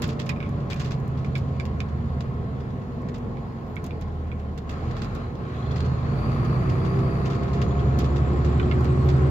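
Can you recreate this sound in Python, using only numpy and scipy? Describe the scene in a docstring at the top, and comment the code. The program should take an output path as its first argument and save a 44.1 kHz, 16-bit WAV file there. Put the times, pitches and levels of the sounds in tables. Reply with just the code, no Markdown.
"""Inside a diesel coach

A rear six-cylinder diesel coasts down, blips for a lower gear, then pulls. Engine and gearbox orders
force the saloon's resonances over road roar; combustion rasps and the turbo whistles up under load.
Impacts excite damped modes: a loose fitting ticks, a small metal part pings, a seat is tapped.
Trim panels rattle and clips snap in noise bursts; an air valve vents and a window seal squeaks."""
import sys
import numpy as np
from scipy import signal
from scipy.fft import rfft, irfft, next_fast_len
from scipy.io import wavfile
from scipy.ndimage import uniform_filter1d, map_coordinates

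SR = 44100
rng = np.random.default_rng(int(sys.argv[2]) if len(sys.argv) > 2 else 0)


def dump_mix(stems):
    """Bounce the given channels to the path in sys.argv[1] as a 16-bit WAV at rate SR."""
    frames = np.atleast_2d(stems).T  # one column per channel
    limited = np.clip(frames, -1, 1)  # hard clip at full scale
    pcm = np.round(limited * 32767).astype(np.int16)
    wavfile.write(sys.argv[1], SR, pcm)


N = 410130

# Engine load: t/s, share of full fuel (0-1)
FUEL = [(0, 0.4), (4.66, 0.1), (4.74, 0.64), (5.2, 0.63), (5.35, 0.21), (5.55, 0.7), (6.1, 0.7),
        (6.3, 0.86), (7.3, 0.79), (7.6, 0.8), (9.3, 0.96)]


def amp(db):
    """Amplitude ratio of a level: a factor of ten per 20 dB."""
    return 10 ** (np.asarray(db) / 20)


def unit(x):
    """Normalisation to unit RMS."""
    return x / np.sqrt(np.mean(x ** 2) + 1e-20)


def along(points, hz):
    """Interpolation of (f/Hz, value) points on a logarithmic frequency axis."""
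    f, v = np.transpose(points)
    return np.interp(np.log(hz + 1), np.log(f + 1), v)


def curves(rows, step=1):
    """Linear interpolation in time of each column after t/s, every step samples."""
    times, *columns = np.transpose(rows)
    return [np.interp(np.arange(0, N, step) / SR, times, column) for column in columns]


def wobble(rate, step=1):
    """Slow random modulation: a spline with rate knots a second."""
    position = np.arange(0, N, step) * rate / SR
    return map_coordinates(rng.standard_normal(200), [position], order=2, mode="wrap")


def filtered(x, response):
    """Linear filtering: the spectrum times a complex frequency response."""
    size = next_fast_len(x.shape[-1] + 8192)
    return irfft(rfft(x, size) * response(np.fft.rfftfreq(size, 1 / SR)), size)[..., :x.shape[-1]]


def coloured(x, spectrum):
    """Spectral shaping by (f/Hz, gain/dB) points."""
    return filtered(x, lambda hz: amp(along(spectrum, hz)))


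def patchy_noise(depth_db):
    """Two white noises, amplitude-modulated in random patches of time and frequency."""
    spectra = signal.stft(rng.standard_normal((2, N)), nperseg=512)[2]
    patches = uniform_filter1d(rng.standard_normal(spectra.shape[1:]), size=6, axis=0)
    patches = uniform_filter1d(patches, size=12, axis=1)
    return unit(signal.istft(spectra * amp(depth_db * unit(patches)), nperseg=512)[1][:, :N])


def stereo_field(pair):
    """Partial coherence: two signals mix to be alike in the bass and less so in the treble."""
    coherence = [(60, .9995), (130, .99), (290, .82), (640, .4), (1400, .45), (15000, .2)]  # likeness of the channels: f/Hz, coherence
    balance = [(60, -.7), (130, -1.6), (220, -2), (450, -.7), (1200, 1.5), (2400, -.3), (4400, -1),
               (8000, -5), (15000, -6)]  # left over right: f/Hz, level/dB
    lead = [(700, -1), (1500, 15), (16000, 16.5)]  # earlier arrival on the left: f/Hz, lead/samples
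    half = np.array([[.5], [-.5]])

    def mix(hz):
        angle = np.arccos(np.clip(along(coherence, hz), -1, 1)) / 2
        return np.array([np.cos(angle), np.sin(angle)])

    def skew(hz):
        return amp(half * along(balance, hz)) * np.exp(2j * np.pi * half * hz * along(lead, hz) / SR)

    mid, side = filtered(pair, mix)
    return filtered(np.array([mid + side, mid - side]), skew)


def place(track, start, sound, pan_db):
    """Time and level cues: the sound reaches the left 14 samples early; pan_db is left over right."""
    at, length = round(start * SR), sound.shape[1]
    track[0, at:at + length] += sound[0] * amp(pan_db / 2)
    track[1, at + 14:at + 14 + length] += sound[1] * amp(-pan_db / 2)


def draught_and_valve(load):
    """Turbulent flow: a thin draught hisses with load; an air valve opens, blows, then leaks on."""
    spectrum = [(7000, -30), (8500, -1), (11000, 0), (16000, 0)]  # draught hiss: f/Hz, relative level/dB
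    draught = unit(coloured(rng.standard_normal((2, N)), spectrum))
    vent = unit(filtered(draught, lambda hz: 1 / (1 + (hz / 13000) ** 40)))
    opens, shuts, edge_s = 6.05, 7.226, 0.12
    vent_db, = curves([(opens, -100), (opens + edge_s, -74.5), (shuts, -74.5), (shuts + edge_s, -87)])
    return draught * amp(-78 + 6 * load) + vent * amp(vent_db)


def whistle(glide, spread_hz, steady=0):
    """Noise modulation spreads a gliding tone into a narrow band; steady weights the pure carrier."""
    span = slice(round(glide[0][0] * SR), round(glide[-1][0] * SR))
    hz, db = (curve[span] for curve in curves(glide))
    slow_noise = filtered(rng.standard_normal((2, len(hz))), lambda f: np.exp(-(f / spread_hz) ** 2))
    smear = unit(steady + unit(slow_noise))
    flutter_db = 1.3 * wobble(7)[span]
    carrier = np.sqrt(2) * np.sin(2 * np.pi * np.cumsum(hz) / SR)
    track = np.zeros((2, N))
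    track[:, span] = amp(db + flutter_db) * smear * carrier
    return track


def window_seal():
    """Friction tones: the seal gives a two-tone creak and a nearly pure squeak."""
    squeak = [(9, 13300, -86), (9.04, 14900, -69), (9.065, 14500, -61), (9.09, 14700, -71),
              (9.125, 13900, -74), (9.165, 13600, -74), (9.19, 13000, -80)]  # squeak glide: t/s, f/Hz, level/dB
    creak = [(3.59, 14000, -92), (3.64, 14480, -80), (3.7, 14910, -74), (3.73, 14900, -76),
             (3.75, 14500, -84)]  # upper tone of the creak: t/s, f/Hz, level/dB
    lower = [(s, .9 * hz, db - 7) for s, hz, db in creak]
    squeal = whistle(squeak, spread_hz=27, steady=2.5)
    return squeal + whistle(creak, spread_hz=90) + whistle(lower, spread_hz=90)


def clip_snaps():
    """Two-stage decay: each plastic clip gives a bright crack and a short scattered tail."""
    snaps = [(0.02, -34.5), (0.0782, -45.5), (0.26, -50.5), (0.2906, -40.5), (0.4908, -53.5), (0.7028, -51),
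             (0.7418, -46.5), (0.7997, -52), (0.8475, -54), (1.0006, -57.5), (1.0779, -52), (1.379, -47),
             (1.6531, -51), (1.8033, -56), (3.0177, -59.5), (3.1822, -54.5), (3.758, -51), (3.841, -42),
             (3.864, -45.5), (4.011, -50), (4.578, -48.5), (4.715, -55.5), (5.0459, -51.5), (5.1497, -50.5),
             (6.4477, -50.5), (7.989, -38), (8.8064, -51), (8.844, -49)]  # clips snapping: t/s, level before shaping/dB
    spectrum = [(1500, -39.5), (3000, -6.5), (5000, 4.5), (7200, 10.5), (8800, -9), (11000, 3.5),
                (15500, -2)]  # colour of a clip: f/Hz, gain/dB
    crack_t60, tail_t60 = 0.0098, 0.065
    track, t = np.zeros((2, N + SR)), np.arange(SR // 10) / SR
    envelope = (amp(-60 * t / crack_t60) + amp(-12.5 - 60 * t / tail_t60)) * (1 - np.exp(-t / .0004))
    for start, db in snaps:
        place(track, start, amp(db) * envelope * rng.standard_normal((2, len(t))), pan_db=-9)
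    return coloured(track, spectrum)[:, :N]


def struck(blows, modes, pan_db, clack=.5):
    """Free vibration: damped modes ring after a contact clack; windows and roof reflect a tail."""
    track = np.zeros((2, N + SR))
    t, late = np.arange(SR // 20) / SR, np.arange(SR // 5) / SR
    for start, db, upper_db, main_hz in blows:
        ring = np.zeros(len(t))
        for ratio, mode_db, t60 in modes:
            envelope = amp(mode_db + (ratio > 1.75) * upper_db + rng.normal(0, 1) - 60 * t / t60)
            ring += envelope * np.sin(2 * np.pi * ratio * main_hz * rng.normal(1, .02) * t)
        ring += clack * amp(-60 * t / 0.005) * uniform_filter1d(rng.standard_normal(len(t)), size=8)
        ring *= 1 - np.exp(-t / 0.00044)
        room = rng.standard_normal((2, len(late))) * amp(-24.5 - 60 * late / 0.09)
        room *= 1 - np.exp(-late / 0.0013)
        room[:, 0] = 1  # direct sound
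        room[:, round(rng.uniform(.005, .0125) * SR)] = rng.uniform(.15, .45)  # one bounce
        place(track, start, amp(db) * signal.fftconvolve(ring[None], room, axes=1), pan_db)
    return track[:, :N]


def loose_fitting():
    """Heavy damping: the fitting's inharmonic modes die so fast that each blow is a tick."""
    blows = [(0.2924, -21, -14.5, 2445), (0.304, -27.5, -12, 1800), (0.3155, -34.5, -25, 2280),
             (0.3611, -37, -26, 2470), (0.403, -30.5, -22, 2370), (0.4273, -30.5, -22, 2350),
             (0.4484, -40.5, -22, 2290), (0.4635, -36.5, -20, 2350), (0.733, -33.5, -30, 2350),
             (0.722, -27.5, -26, 2369), (1.2465, -35, -29, 2290), (1.3538, -21.5, -16, 2350),
             (1.5984, -25.5, -13, 2350), (1.8037, -25.5, -14, 2370), (3.3702, -37.5, -27, 2320),
             (3.766, -28, -30, 2280), (3.908, -34, -22, 2300), (4.3163, -34.5, -31, 2300)]  # impacts: t/s, level/dB, upper-mode gain/dB, main mode f/Hz
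    modes = [(0.72, -2, 0.008), (1, 6, 0.009), (1.17, -3, 0.006), (1.43, -3, 0.006), (2.07, 13, 0.004),
             (2.949, 4, 0.004)]  # its modes: ratio to the main mode, level/dB, T60/s
    return struck(blows, modes, pan_db=-7)


def seat_taps():
    """Impact excitation: something hard taps a seat back twice."""
    blows = [(8.5973, -29.5, -17, 2412), (8.7128, -27, -8, 2232)]  # taps: t/s, level/dB, upper-mode gain/dB, main mode f/Hz
    modes = [(0.62, 8, 0.011), (0.8, 4.5, 0.011), (1, 8, 0.011), (1.2, 4, 0.01), (1.45, -1, 0.008),
             (1.9, 6.5, 0.006)]  # seat-back modes: ratio to the main mode, level/dB, T60/s
    return struck(blows, modes, pan_db=-5.5)


def metal_pings():
    """Lighter damping: two modes of a small metal part ring long enough to have a pitch."""
    blows = [(5.567, -47, 2, 3356), (5.6233, -42, 0, 3350), (5.6622, -43, 0, 3358),
             (5.7096, -35.5, 0, 3380), (6.8031, -44, 0, 3323), (7.7091, -42, 0, 3355),
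             (7.7904, -37, 0, 3342), (8.6285, -37, 3, 3350)]  # impacts: t/s, level/dB, upper-mode gain/dB (no effect), main mode f/Hz
    modes = [(1, -1.5, 0.027), (1.26, -8, .02)]  # its modes: ratio to the main mode, level/dB, T60/s
    return struck(blows, modes, pan_db=0, clack=.1)


def trim_rattles():
    """Intermittent contact: each jolt gives a spiky, fast-dying noise burst and tiny ringing impacts."""
    jolts = [(0.0199, -25.5, 0.14), (0.088, -32, 0.13), (0.193, -31, 0.12), (0.2637, -37.5, 0.069),
             (0.2924, -28, 0.044), (0.7, -29, 0.13), (0.76, -37.5, 0.14), (0.7966, -28, 0.11),
             (0.8444, -34, 0.15), (0.9056, -32.5, 0.12), (1.172, -44.5, 0.16), (1.2437, -41, 0.1),
             (1.3557, -36.5, 0.13), (1.653, -38.5, 0.061), (1.8032, -32.5, 0.027), (2.2057, -35, 0.055),
             (2.6016, -47, 0.056), (2.7014, -50, 0.04), (3.085, -42.5, 0.072), (3.141, -39.5, 0.1),
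             (3.8423, -40.5, 0.12), (4.012, -43, 0.086), (4.5765, -39, 0.058), (4.6917, -35.5, 0.13),
             (4.91, -38, 0.036), (4.9646, -37, 0.11), (5.018, -34.5, 0.13), (5.1488, -41, 0.082),
             (5.7103, -39.5, 0.11), (5.7583, -32.5, 0.1), (5.804, -36.5, 0.08), (5.8472, -41, 0.11),
             (6.3134, -46.5, 0.046), (6.4492, -41, 0.06), (6.6937, -37.5, 0.12), (6.8497, -37.5, 0.091),
             (6.9894, -40, 0.063), (7.254, -31, 0.078), (7.3003, -35, 0.15), (7.3454, -37.5, 0.064),
             (7.4306, -40, 0.05), (7.4797, -40, 0.05), (7.5317, -37.5, 0.17), (7.6148, -32.5, 0.1),
             (7.7937, -42.5, 0.099), (7.986, -28.5, 0.11), (8.0412, -34, 0.082), (8.16, -34.5, 0.1),
             (8.4467, -34, 0.083), (8.844, -38, 0.092), (9.0868, -32.5, 0.1)]  # jolts of the panels: t/s, level/dB, T60/s
    spectrum = [(700, -56), (1000, 0), (1800, -1.5), (2500, -3.5), (2750, -0.5), (3050, -6), (3370, -2.5),
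                (3800, -4.5), (5000, -6), (5700, -11), (7000, -12), (8000, -21.5), (8800, -51.5),
                (10000, -85)]  # colour of the panels: f/Hz, gain/dB
    modes = [(2350, 1.5, 0.0088), (2550, -1.5, 0.0074), (3400, -5.5, 0.012), (4600, -5, .006)]  # modes rung by the tiny impacts: f/Hz, level/dB, T60/s
    panel, top, impacts = np.zeros((3, 2, N + SR))
    t = np.arange(SR // 5) / SR
    faint_jolts = [(when * N / SR, -54 + 6 * size, 0.057) for when, size in rng.random(size=(20, 2))]
    for start, db, t60 in jolts + faint_jolts:
        chatter = amp(21 * uniform_filter1d(rng.standard_normal(len(t)), size=49))  # jumps about each ms
        noise = 0.37 * rng.standard_normal(len(t)) + 1.02 * rng.standard_normal((2, len(t)))
        rebounds = sum(np.exp(-((t - at) / 0.0026) ** 2) for at in t60 * rng.uniform(0, 0.38, size=2))
        burst = noise * chatter * (1 - np.exp(-t / 0.00033)) * (1 + 0.65 * rebounds)
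        fall_db = -60 * (t / t60) ** 1.48
        pan_db = rng.normal(-2, 2)  # the panels lie scattered to the right
        place(panel, start, amp(db + fall_db) * burst, pan_db)
        place(top, start, amp(db + 1.6 * fall_db) * burst, pan_db)  # the top octave dies sooner
        ring_t = t[:SR // 50]
        for when, lightness, choice in rng.random(size=(5, 3)):
            delay = 0.33 * t60 * when
            hz, mode_db, ring_t60 = modes[int(choice * len(modes))]
            hz *= 1 + .06 * (lightness - .5)
            ping = amp(mode_db - 60 * ring_t / ring_t60) * np.sin(2 * np.pi * hz * ring_t)
            gain = amp(db - 2 - 10 * lightness + fall_db[round(delay * SR)])
            place(impacts, start + delay, gain * np.array([ping, ping]), pan_db)
    top = filtered(top, lambda hz: amp(-29.5) / (1 + (8800 / (hz + 1)) ** 12))
    return (coloured(panel, spectrum) + top + impacts)[:, :N]


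def turbocharger():
    """Aerodynamic tones: a breathy intake whistle, then the narrower whine of the compressor blades."""
    intake = [(4.7, 3650, -88), (4.9, 3940, -67), (5.25, 3997, -62), (5.4, 3944, -79), (5.6, 4050, -61),
              (5.85, 4320, -57), (6.0, 4290, -65), (6.08, 4358, -62), (6.22, 4612, -57.5), (6.5, 4550, -60),
              (6.85, 4686, -58.5), (7.4, 4512, -61), (7.8, 4395, -93)]  # intake whistle: t/s, f/Hz, level/dB
    blades = [(7.3, 6408, -97), (7.7, 6737, -67.5), (8.4, 7420, -68.5), (9.3, 7913, -69.5)]  # blade whine: t/s, f/Hz, level/dB
    return whistle(intake, spread_hz=210) + whistle(blades, spread_hz=75, steady=.2)


def cam_turns(step=1):
    """Phase as the integral of speed: the camshaft turns once per two crankshaft turns."""
    crank_speed = [(0, 1143), (0.6, 1112), (1.2, 1058), (2.4, 985.7), (3.0, 934.4), (3.3, 895),
                   (3.6, 868.7), (3.9, 808.3), (4.35, 768.6), (4.65, 718.5), (5.1, 926), (5.25, 944),
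                   (5.45, 908.5), (5.75, 1021), (6.15, 1120), (6.45, 1215), (7.0, 1305), (7.9, 1370),
                   (8.7, 1434), (9.3, 1482)]  # crankshaft: t/s, speed/rpm
    return np.cumsum(curves(crank_speed, step)[0]) * step / (120 * SR)


def combustion(load):
    """Amplitude modulation: six firings per camshaft turn pulse a hiss and a rasp that grow with load."""
    hiss_spectrum = [(760, -41), (1300, 4.5), (1530, -1), (2610, -11), (3870, -14.5), (4260, -13.5),
                     (5230, -21.5), (5660, -27), (6950, -21.5), (8600, -45.5), (11200, -66), (18900, -120)]  # engine hiss: f/Hz, relative level/dB
    rasp_spectrum = [(800, -9.5), (1000, -8.5), (1100, 3), (1170, -1), (1280, 1), (1420, -14.5),
                     (1800, -13), (2600, -17), (4000, -62.5), (6000, -120)]  # combustion rasp: f/Hz, relative level/dB
    rasp_course = [(5.5, -42, .1), (6.05, -42, .25), (6.25, -38.5, .55), (7.2, -38.5, .55), (7.5, -41, .4),
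                   (9.3, -42, .4)]  # rasp at full fuel: t/s, level/dB, weight of the clean blows
    turns = cam_turns()
    gate = 1 + (0.043 + 0.046 * load) * np.cos(2 * np.pi * 6 * turns)
    hiss = unit(coloured(gate * patchy_noise(1.4), hiss_spectrum))
    rasp_db, blow_weight = curves(rasp_course)
    blows = np.diff(np.floor(3 * turns), prepend=0)  # every other firing lands harder
    blows = blow_weight * unit(blows * amp(rng.normal(0, 0.87, N)))
    rasp = unit(coloured(blows + gate * rng.standard_normal((2, N)), rasp_spectrum))
    return hiss * amp(-55 + 12.5 * load) + rasp * load * amp(rasp_db)


def shaft_orders():
    """Forced vibration: sines locked to the shafts swell as they sweep through body-frame resonances."""
    # Engine orders: multiple of camshaft speed (rounded below), coasting level/dB, pulling level/dB
    engine = [(3, 22, 12), (6.01, 14, 20.5), (7, -4.5, 16.5), (8.99, 14.5, 13), (10, -4, 17.5),
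              (11, -11.5, 21.5), (12, 14, 11), (13.04, -12.5, 18.5), (13.93, 10.5, 14.5),
              (14.99, 16.5, 11.5), (15.98, 15.5, 6.5), (18.01, 17, 11), (21.97, -13.5, 13.5),
              (22.93, -6.5, 9), (24, -6.5, 11.5), (25.98, -10.5, 14), (30, 1, 15), (32, -8.5, 5),
              (33.93, -12.5, 11), (36, -2, 11.5), (44.9, -13, 8), (48.03, 4.5, 7.5)]
    # Shafts and tooth mesh: multiple of camshaft speed, coasting level/dB, pulling level/dB
    gears = [(20.51, 13, 11.5), (23.72, 12.5, 14), (25.27, 13.5, 2.5), (27.53, 12, 5), (30.54, -1, 19.5),
             (30.94, 11, -1), (32.1, 17, -6), (62, 15, 14.5), (112.1, 11.5, 1.5), (125.7, 12.5, -4)]
    # Gains of groups of orders: t/s, firing/dB, multiples of three (9, 12, 15, 18)/dB, whines/dB, shafts/dB,
    group_gains = [(0, -10.5, -0.5, 3.5, -0.5, 1.5), (.7, -3, -2, 1, -3.5, -0.5),
                   (1.1, -4.5, 0.5, -8, -2, 1), (1.9, -3, 0.5, -5.5, -0.5, -4),
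                   (2.8, -1.5, 0.5, -4, 2.5, 0.5), (3.25, 9, -0.5, 4.5, 1, -4),
                   (3.7, 4, -1.5, -5, -1.5, 2.5), (4.1, 15.5, -3.5, -8.5, 1, 2),
                   (4.6, 11.5, -3, -12, 0, -0.5), (5.2, 7, -0.5, -2.5, -7.5, -4),
                   (5.7, -8, 5, -13, -17.5, -12), (6.2, 2.5, 3.5, -1, -18.5, -7.5),
                   (6.9, 0, 7.5, 6, -11.5, -8), (7.4, -0.5, 0.5, 3.5, -13.5, -1.5),
                   (7.8, 4.5, 1.5, 6, -7.5, 4), (8.4, 4, 1, -2, -1, 2.5), (8.8, 2, 0.5, -0.5, 2.5, 0.5),
                   (9.3, 1, -7, -5.5, 1, 2.5)]
    frame_modes = [(40.4, 5, -1.5), (75.1, 11.4, 10.5), (134.1, 9, 8), (234.7, 18, 10.5), (324.4, 35, 13.5),
                   (367.6, 40, 10), (397, 23, 12), (480, 27, 6.5), (556.5, 27, 15), (731, 42, 6.5),
                   (833, 14, 18), (915, 51, 14), (1150, 120, 7.5)]  # body-frame resonances: f/Hz, bandwidth/Hz, gain/dB
    step = 8  # low tones allow a sample rate of SR / step
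    turns, load = cam_turns(step), curves(FUEL, step)[0]
    cam_hz = np.gradient(turns) * SR / step
    firing_db, threes_db, whine_db, shaft_db, uneven_db = curves(group_gains, step)
    tones = np.zeros((2, len(turns)))
    for order, coast_db, pull_db in [(round(k), *levels) for k, *levels in engine] + gears:
        group_db = (firing_db * (order in (6, 12)) + threes_db * (order in (9, 12, 15, 18))
                    + whine_db * (order in (36, 62)) + shaft_db * (order % 1 > 0 and order < 60)
                    + uneven_db * (order in (7, 10, 11)))
        waver_db = 1.5 * wobble(1.576, step)
        gain = amp(-45 + group_db + coast_db + load * (pull_db - coast_db) + waver_db)
        resonance = sum(amp(2 * db) / (1 + (2 * (order * cam_hz - hz) / width) ** 2)
                        for hz, width, db in frame_modes)
        twist = .002 * wobble(9, step)  # camshaft turns by which the driveline winds and unwinds
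        cycles = order * (turns + twist) + rng.random((2, 1))
        tones += gain * np.sqrt(1 + resonance) * np.sin(2 * np.pi * cycles)
    return signal.resample_poly(tones, step, 1, axis=1)[:, :N]


def saloon_boom():
    """Cavity resonance: the saloon colours shaft orders and road roar, in two bands split at 190 Hz."""
    response = [(12, -44.5), (20, -17.5), (69, -0.5), (136, 2), (183, -5), (237, -7.5), (291, -15.5),
                (454, -13), (578, -20.5), (700, -18), (938, -26), (1090, -17.5), (1170, -31), (1520, -51.5),
                (1700, -34.5), (2210, -43), (3740, -120)]  # saloon resonances: f/Hz, relative gain/dB
    band_levels = [(0, -25.5, -31.5), (0.41, -27, -34), (2.02, -26, -35), (3.08, -32, -35.5),
                   (4.58, -34, -36.5), (4.95, -28.5, -33), (5.52, -32, -35.5), (5.7, -25, -32),
                   (6.76, -22.5, -30), (7.46, -25, -29.5), (9.3, -23, -29)]  # the two bands: t/s, boom level/dB, low-middle level/dB
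    boom_db, middle_db = curves(band_levels)
    drive = shaft_orders() + patchy_noise(1.0)
    lowpass = lambda hz: 1 / (1 + (hz / 190) ** 6)
    boom = unit(filtered(drive, lambda hz: amp(along(response, hz)) * lowpass(hz)))
    middle = unit(filtered(drive, lambda hz: amp(along(response, hz)) * (1 - lowpass(hz))))
    return boom * amp(boom_db) + middle * amp(middle_db)


def scene():
    """Superposition: sustained sounds share one stereo field; impacts are placed one by one."""
    load, = curves(FUEL)
    sustained = saloon_boom() + combustion(load) + draught_and_valve(load) + turbocharger() + window_seal()
    impacts = loose_fitting() + seat_taps() + metal_pings() + trim_rattles() + clip_snaps()
    return stereo_field(sustained) + impacts


def record(dry):
    """Band limiting: an ideal low-pass at 15.9 kHz."""
    return filtered(dry, lambda hz: hz < 15900)


dry = scene()
out = record(dry)
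dump_mix(out)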